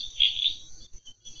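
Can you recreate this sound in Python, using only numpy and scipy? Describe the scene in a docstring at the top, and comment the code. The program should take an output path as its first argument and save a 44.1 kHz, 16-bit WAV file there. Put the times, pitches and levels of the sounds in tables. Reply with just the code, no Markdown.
"""A yard at night. From the start a small frog close by rattles bursts of ringing clicks, soft then loud,
until about 0.5 s; a blur of small clicks and echoes surrounds them and stops at 0.75 s.
Throughout, crickets shrill in two noise bands over hiss, and air pushes the microphone one way with low flutter.
Faint low sines come and go from 0.27 s; farther frogs give short narrow calls, mostly after 0.5 s.
From 0.87 s the high crickets, far frogs and hiss dip together three times."""
import sys
import numpy as np
from scipy import signal
from scipy.fft import rfft, irfft
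from scipy.io import wavfile
from scipy.ndimage import uniform_filter1d

SR = 44100
rng = np.random.default_rng(int(sys.argv[2]) if len(sys.argv) > 2 else 0)


def file_out(sig):
    """Save sig as 16-bit WAV at sys.argv[1]."""
    # one column per channel
    cols = np.atleast_2d(sig).T
    # limit, then scale
    lim = np.clip(cols, -1, 1)
    pcm = np.round(lim * 32767).astype(np.int16)
    wavfile.write(sys.argv[1], SR, pcm)


def voltage_ratio(level):
    """Linear amplitude factor for a level in decibels (scalar or array-like)."""
    return 10 ** (np.asarray(level, float) / 20)


N = 61739
T = np.arange(N) / SR


def unit(x):
    """Scales to rms 1."""
    return x / np.sqrt(np.mean(x ** 2) + 1e-20)


def curves(rows):
    """Interpolates each column after the time to one value per sample."""
    s, *cols = np.transpose(rows)
    return [np.interp(T, s, c) for c in cols]


def gate(start_s, length_s, edge_s):
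    """Near one inside the span, with soft sigmoid ends."""
    outside_s = np.abs(T - start_s - length_s / 2) - length_s / 2
    return 1 / (1 + np.exp(np.clip(4 * outside_s / edge_s, -50, 50)))


def noise(spectrum, patchy_db):
    """Coloured noise of rms 1 with time-frequency patches of random gain."""
    z = signal.stft(rng.standard_normal(N + 8192), nperseg=2048)[2]
    field = uniform_filter1d(rng.standard_normal(z.shape), size=2, axis=0)
    field = uniform_filter1d(field, size=3, axis=1)
    x = signal.istft(z * voltage_ratio(patchy_db * unit(field)), nperseg=2048)[1]
    f, db = np.transpose(spectrum)
    hz = np.fft.rfftfreq(len(x), 1 / SR)
    colour_db = np.interp(np.log(hz + 1), np.log(f + 1), db)
    return unit(irfft(rfft(x) * voltage_ratio(colour_db), len(x))[:N])


def rings(s, db, hz, low_db, modes, shape):
    """Each click rings decaying modes scaled to its pitch, with scattered levels, under shape(t)."""
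    scatter_db = 1
    t = np.arange(SR // 20) / SR
    chance = rng.standard_normal((len(s), len(modes)))
    wave = 0
    for k, (ratio, mode_db, t60_s) in enumerate(modes):
        level_db = db[:, None] + mode_db + scatter_db * chance[:, [k]]
        level_db = level_db + (ratio < .95) * low_db[:, None]  # low modes only
        wave = wave + voltage_ratio(level_db - 60 * t / t60_s) * np.sin(2 * np.pi * ratio * hz[:, None] * t)
    wave = wave * shape(t)
    at = np.round(s * SR).astype(int)[:, None] + np.arange(len(t))
    return np.bincount(at.ravel(), wave.ravel(), N + SR)[:N]


def scattered(per_s):
    """Uneven click times, with two normal numbers for each click."""
    count = int(per_s * N / SR)
    u = rng.standard_normal((count, 3))
    s = np.clip((np.arange(count) + .4 * u[:, 0]) / per_s, 0, N / SR)
    return s, u[:, 1], u[:, 2]


# near frog's clear clicks: (time [s], relative level [dB], pitch [Hz], hold [s], low modes' extra level [dB])
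NEAR_CLICKS = [(0.0045, -23.5, 3494, 0.0049, -34), (0.019, -21.5, 3480, 0.0022, -34),
               (0.029, -22.5, 3453, 0.0043, -32), (0.037, -22.5, 3538, 0.0047, -31),
               (0.0483, -21.5, 3533, 0.0023, -33), (0.059, -32.5, 3550, 0.002, -33),
               (0.0632, -30.5, 3574, 0.002, -30.5), (0.0874, -35, 3560, 0.0014, -31),
               (0.2039, -9.5, 3314, 0.0059, -12.5), (0.2192, -8.5, 3293, 0.0033, 0.5),
               (0.233, -7.5, 3283, 0.0033, 2.5), (0.2442, -8.5, 3310, 0.0033, -6),
               (0.2529, -8.5, 3283, 0.0036, 1.5), (0.2594, -14.5, 3390, 0.0028, -3),
               (0.2668, -17.5, 3380, 0.002, 0.5), (0.27, -21.5, 3310, 0.002, -0.5),
               (0.287, -21.5, 3280, 0.007, -5), (0.3047, -24, 3300, 0.002, 2),
               (0.323, -28, 3370, 0.0018, -2), (0.3397, -29.5, 3280, 0.0022, -2),
               (0.3642, -20, 3470, 0.001, 7.5), (0.3726, -20, 3358, 0.0018, -9),
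               (0.3899, -16.5, 3370, 0.001, -5.5), (0.3963, -17, 3415, 0.004, -18.5),
               (0.4208, -15, 3420, 0.0016, 2), (0.4263, -16, 3410, 0.0053, -17.5),
               (0.444, -11, 3453, 0.00082, 6), (0.4472, -17.5, 3530, 0.0035, -18.5),
               (0.452, -12.5, 3490, 0.0023, -16), (0.4574, -10, 3413, 0.00066, -6.5),
               (0.4603, -10, 3740, 0.0012, -19), (0.4634, -10, 3534, 0.0016, -15.5),
               (0.467, -13.5, 3562, 0.002, -10.5), (0.4735, -14, 3730, 0.0014, -15.5),
               (0.4771, -14.5, 3750, 0.0013, -5.5), (0.4785, -13.5, 3720, 0.0023, -20),
               (0.499, -28.5, 3800, 0.00198, -6), (0.508, -27.5, 3422, 0.0044, -8)]
# near frog's resonances: (pitch ratio [1], relative level [dB], 60 dB decay time [s])
NEAR_RING = [(0.681, -16.5, 0.007), (.79, -14, 0.021), (.88, -5.5, 0.022), (1.001, 1, 0.085),
             (1.075, -22.5, 0.026), (1.178, -26.5, 0.03)]


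def clear_clicks():
    """Held rings with a snap at onset, then a drop to a weak linger."""
    s, db, hz, hold_s, low_db = np.transpose(NEAR_CLICKS)
    ring_db, linger_db, release_s = -4, -13.5, .0014
    snap, snap_s = .45, .001  # extra height of the first moment
    soft_attack_s, hard_attack_s = .0018, .0005
    # clicks with weak low modes start softly
    attack_s = np.interp(low_db, [-20, -10], [soft_attack_s, hard_attack_s])[:, None]

    def held(t):
        attack = 1 - np.exp(-(t / attack_s) ** 2)
        onset = 1 + snap * np.exp(-(t / snap_s) ** 2)
        after_hold_s = np.clip(t - hold_s[:, None], 0, 1)
        return attack * onset * (voltage_ratio(linger_db) + np.exp(-(after_hold_s / release_s) ** 2))

    return rings(s, db + ring_db, hz, low_db, NEAR_RING, held)


# blur around the clicks: (time [s], level [dB], pitch [Hz], low modes' extra level [dB])
BLUR_COURSE = [(0, -41.5, 3530, -21.5), (.1, -46.5, 3653, -15.5), (.15, -50.5, 3438, 1),
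               (.2, -34.5, 3265, 9.5), (.26, -25.5, 3305, 8), (.31, -34.5, 3309, 5.5),
               (.41, -37, 3450, 5.5), (.48, -32, 3576, 7.5), (.61, -51, 3555, -5.5), (.75, -90, 3680, -10)]


def click_blur():
    """Small clicks and echoes: dense random rings on the near frog's modes."""
    per_s, pitch_spread, sizes_db, attack_s = 600, .045, 1.5, .00033
    level_db, pitch_hz, low_db = curves(BLUR_COURSE)
    s, a, b = scattered(per_s)
    hz = np.interp(s, T, pitch_hz) * (1 + pitch_spread * b)
    blur = rings(s, sizes_db * a, hz, np.interp(s, T, low_db), NEAR_RING,
                 lambda t: 1 - np.exp(-(t / attack_s) ** 2))
    return voltage_ratio(level_db) * (T < BLUR_COURSE[-1][0]) * unit(blur)


def near_frog():
    """Clear clicks and blur inside one steep band whose low edge climbs by a crossfade."""
    lo_hz, hi_hz, edge_rise = 1782, 4500, 1.113
    both = clear_clicks() + click_blur()

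    def band(edge_hz):
        sos = signal.cheby2(4, 22, [edge_hz, hi_hz], "bandpass", fs=SR, output="sos")
        return signal.sosfiltfilt(sos, both)

    late = np.interp(T, [.3, .37], [0, 1])
    return (1 - late) * band(lo_hz) + late * band(edge_rise * lo_hz)


# lower crickets' loudness: (time [s], level [dB])
LOW_CRICKET_LEVEL = [(0.0, -36), (0.042, -51), (0.072, -56), (0.146, -64.5), (0.288, -43), (0.342, -63.5),
                     (0.482, -52), (0.536, -48.5), (0.634, -69.5), (0.832, -52), (0.906, -77.5),
                     (0.946, -67), (1.046, -83), (1.062, -67.5), (1.194, -82.5), (1.268, -60.5),
                     (1.284, -67), (1.4, -51.5)]
# lower crickets' colour: (frequency [Hz], relative density [dB per Hz])
LOW_CRICKET_BAND = [(2290, -58), (3900, -29), (4040, -4.5), (4130, -1.5), (4600, 4), (4790, -5.5),
                    (5100, -53), (6630, -64), (11200, -120)]


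def low_crickets():
    """A narrow noise band under a moving level."""
    return voltage_ratio(curves(LOW_CRICKET_LEVEL)[0]) * noise(LOW_CRICKET_BAND, patchy_db=3)


# pushes of air: (peak time [s], height [dB], rise [s], fall [s])
AIR_PUSHES = [(0.047, -42.5, 0.037, 0.038), (0.081, -36.5, 0.0092, 0.0077), (.15, -47.5, 0.021, 0.026),
              (0.209, -32, 0.017, 0.011), (.32, -44.5, 0.057, 0.032), (.378, -38, 0.019, 0.019),
              (0.513, -37, .04, 0.027), (0.578, -45.5, 0.041, 0.011), (.635, -42.5, 0.027, 0.018),
              (0.718, -38.5, 0.028, 0.016), (0.744, -38.5, 0.012, 0.0051), (0.779, -45, 0.033, 0.022),
              (0.82, -40.5, 0.015, 0.0075), (0.848, -48, 0.0052, 0.019), (0.952, -34.5, 0.019, 0.008),
              (0.984, -54, 0.017, 0.017), (1.099, -42, 0.025, 0.017), (1.298, -39.5, 0.024, 0.027),
              (1.39, -41, 0.012, 0.011)]
# low flutter's colour: (frequency [Hz], relative density [dB per Hz])
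FLUTTER_COLOUR = [(18, -37.5), (30, -3.5), (65, -15), (108, -8.5), (170, -29.5), (220, -60), (370, -120)]


def air():
    """One-way lopsided Gaussian pushes, with low noise that grows with them."""
    gain_db, still, growth = -60.5, .15, .66
    push = sum(voltage_ratio(db) * np.exp(-((T - s) / np.where(T < s, rise_s, fall_s)) ** 2)
               for s, db, rise_s, fall_s in AIR_PUSHES)
    growing = (still + push / push.mean()) ** growth
    return push + voltage_ratio(gain_db) * growing * noise(FLUTTER_COLOUR, patchy_db=1.0)


# far frogs' calls: (start [s], length [s], level before dips [dB], pitch [Hz], undertone's relative level [dB])
FAR_CALLS = [(0, 0.054, -58.5, 2740, -39), (0.519, 0.177, -55.5, 3836, -5),
             (0.804, 0.071, -56, 3420, -18.5), (0.837, 0.069, -55, 3582, -24),
             (0.986, 0.071, -57.5, 3176, -12), (1.053, 0.027, -58.5, 3230, -37.5),
             (1.073, 0.0092, -42.5, 3060, -35), (1.083, .018, -48.5, 3070, -44),
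             (1.108, 0.012, -51, 3068, -44), (1.119, 0.035, -55.5, 3096, -44),
             (1.205, 0.0725, -52, 3308, -8), (1.24, 0.2, -70, 2672, -23), (1.261, 0.027, -43.5, 3347, -15),
             (1.283, 0.023, -48.5, 3330, -9.5), (1.299, 0.039, -53, 3290, -14),
             (1.355, 0.07, -49.5, 3368, -7)]


def far_frogs():
    """Each call is a steady whistle plus a quick run of soft clicks on a narrow ring and its undertone."""
    per_s, t60_s, pitch_spread, attack_s, edge_s = 350, .08, .012, .003, .0087
    modes = [(1, 0, t60_s), (.885, 0, t60_s)]
    s, a, b = scattered(per_s)
    out = np.zeros(N)
    for start_s, length_s, db, hz, low_db in FAR_CALLS:
        whistle_share = .8 if length_s < .025 else .25  # of power
        whistle = np.sqrt(2 * whistle_share) * np.sin(2 * np.pi * hz * T)
        grains = rings(s, 1.3 * a, hz * (1 + pitch_spread * b), low_db + 0 * s, modes,
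                       lambda t: 1 - np.exp(-t / attack_s))
        call = whistle + np.sqrt(1 - whistle_share) * unit(grains)
        out += voltage_ratio(db) * gate(start_s, length_s, edge_s) * call
    return out


# high crickets' colour: (frequency [Hz], relative density [dB per Hz])
HIGH_CRICKET_BAND = [(3060, -51.5), (5280, -32.5), (5480, -12.5), (5730, -5), (6030, 1), (6330, -5.5),
                     (6380, -3), (6620, -15.5), (6720, -13.5), (7640, -30.5), (7850, -40.5), (8700, -48),
                     (16800, -120)]


def high_crickets():
    """A steady patchy noise band."""
    return voltage_ratio(-53.5) * noise(HIGH_CRICKET_BAND, patchy_db=5.5)


# faint low tones: (start [s], length [s], level [dB], start pitch [Hz], end pitch [Hz])
LOW_TONES = [(0.272, 0.1, -67.5, 798, 734), (0.492, 0.023, -56.5, 311.4, 300),
             (0.557, 0.018, -66.5, 330, 325), (0.629, 0.049, -64.5, 319, 316),
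             (0.774, 0.036, -62.5, 313, 315), (0.799, 0.056, -69, 520, 517), (0.806, 0.05, -66, 257.7, 238),
             (1.083, 0.038, -63, 260.5, 251), (1.334, 0.04, -61.5, 308.8, 311)]


def low_tones():
    """Soft-edged sines whose pitch glides linearly."""
    out = np.zeros(N)
    for start_s, length_s, db, from_hz, to_hz in LOW_TONES:
        hz = np.interp(T, [start_s, start_s + length_s], [from_hz, to_hz])
        out += voltage_ratio(db) * gate(start_s, length_s, .0055) * np.sin(2 * np.pi * np.cumsum(hz) / SR)
    return out


# night air hiss's colour: (frequency [Hz], relative density [dB per Hz])
HISS_COLOUR = [(71, -34), (120, -2), (276, -6.5), (313, -7.5), (614, -13), (887, -18.5), (1070, -19),
               (2990, -22.5), (3750, -15.5), (5500, -33), (7150, -56.5), (12100, -120)]


def hiss():
    """Patchy noise, strongest in the lows."""
    return voltage_ratio(-65.5) * noise(HISS_COLOUR, patchy_db=5)


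# background dips: (start [s], end [s], depth [dB])
BACKGROUND_DIPS = [(0.867, 0.929, -12.5), (0.987, 1.056, -14), (1.123, 1.249, -15)]


def background():
    """High crickets and far frogs dip fully, the hiss by a share of the same dB."""
    edge_s, hiss_share = .01, .72
    dip_db = sum(db * np.clip(np.minimum(T - start_s, end_s - T) / edge_s + .5, 0, 1)
                 for start_s, end_s, db in BACKGROUND_DIPS)
    return voltage_ratio(dip_db) * (high_crickets() + far_frogs()) + voltage_ratio(hiss_share * dip_db) * hiss()


def scene():
    """Sums all sources, mono."""
    return (near_frog() + low_crickets() + air() + low_tones() + background())[None]


def band_limit(x):
    """A steep low-pass at the top of the band."""
    return signal.sosfilt(signal.butter(12, 8900, fs=SR, output="sos"), x)


def record(dry):
    """Returns the finished mix as recorded."""
    return band_limit(dry)


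dry = scene()
out = record(dry)
file_out(out)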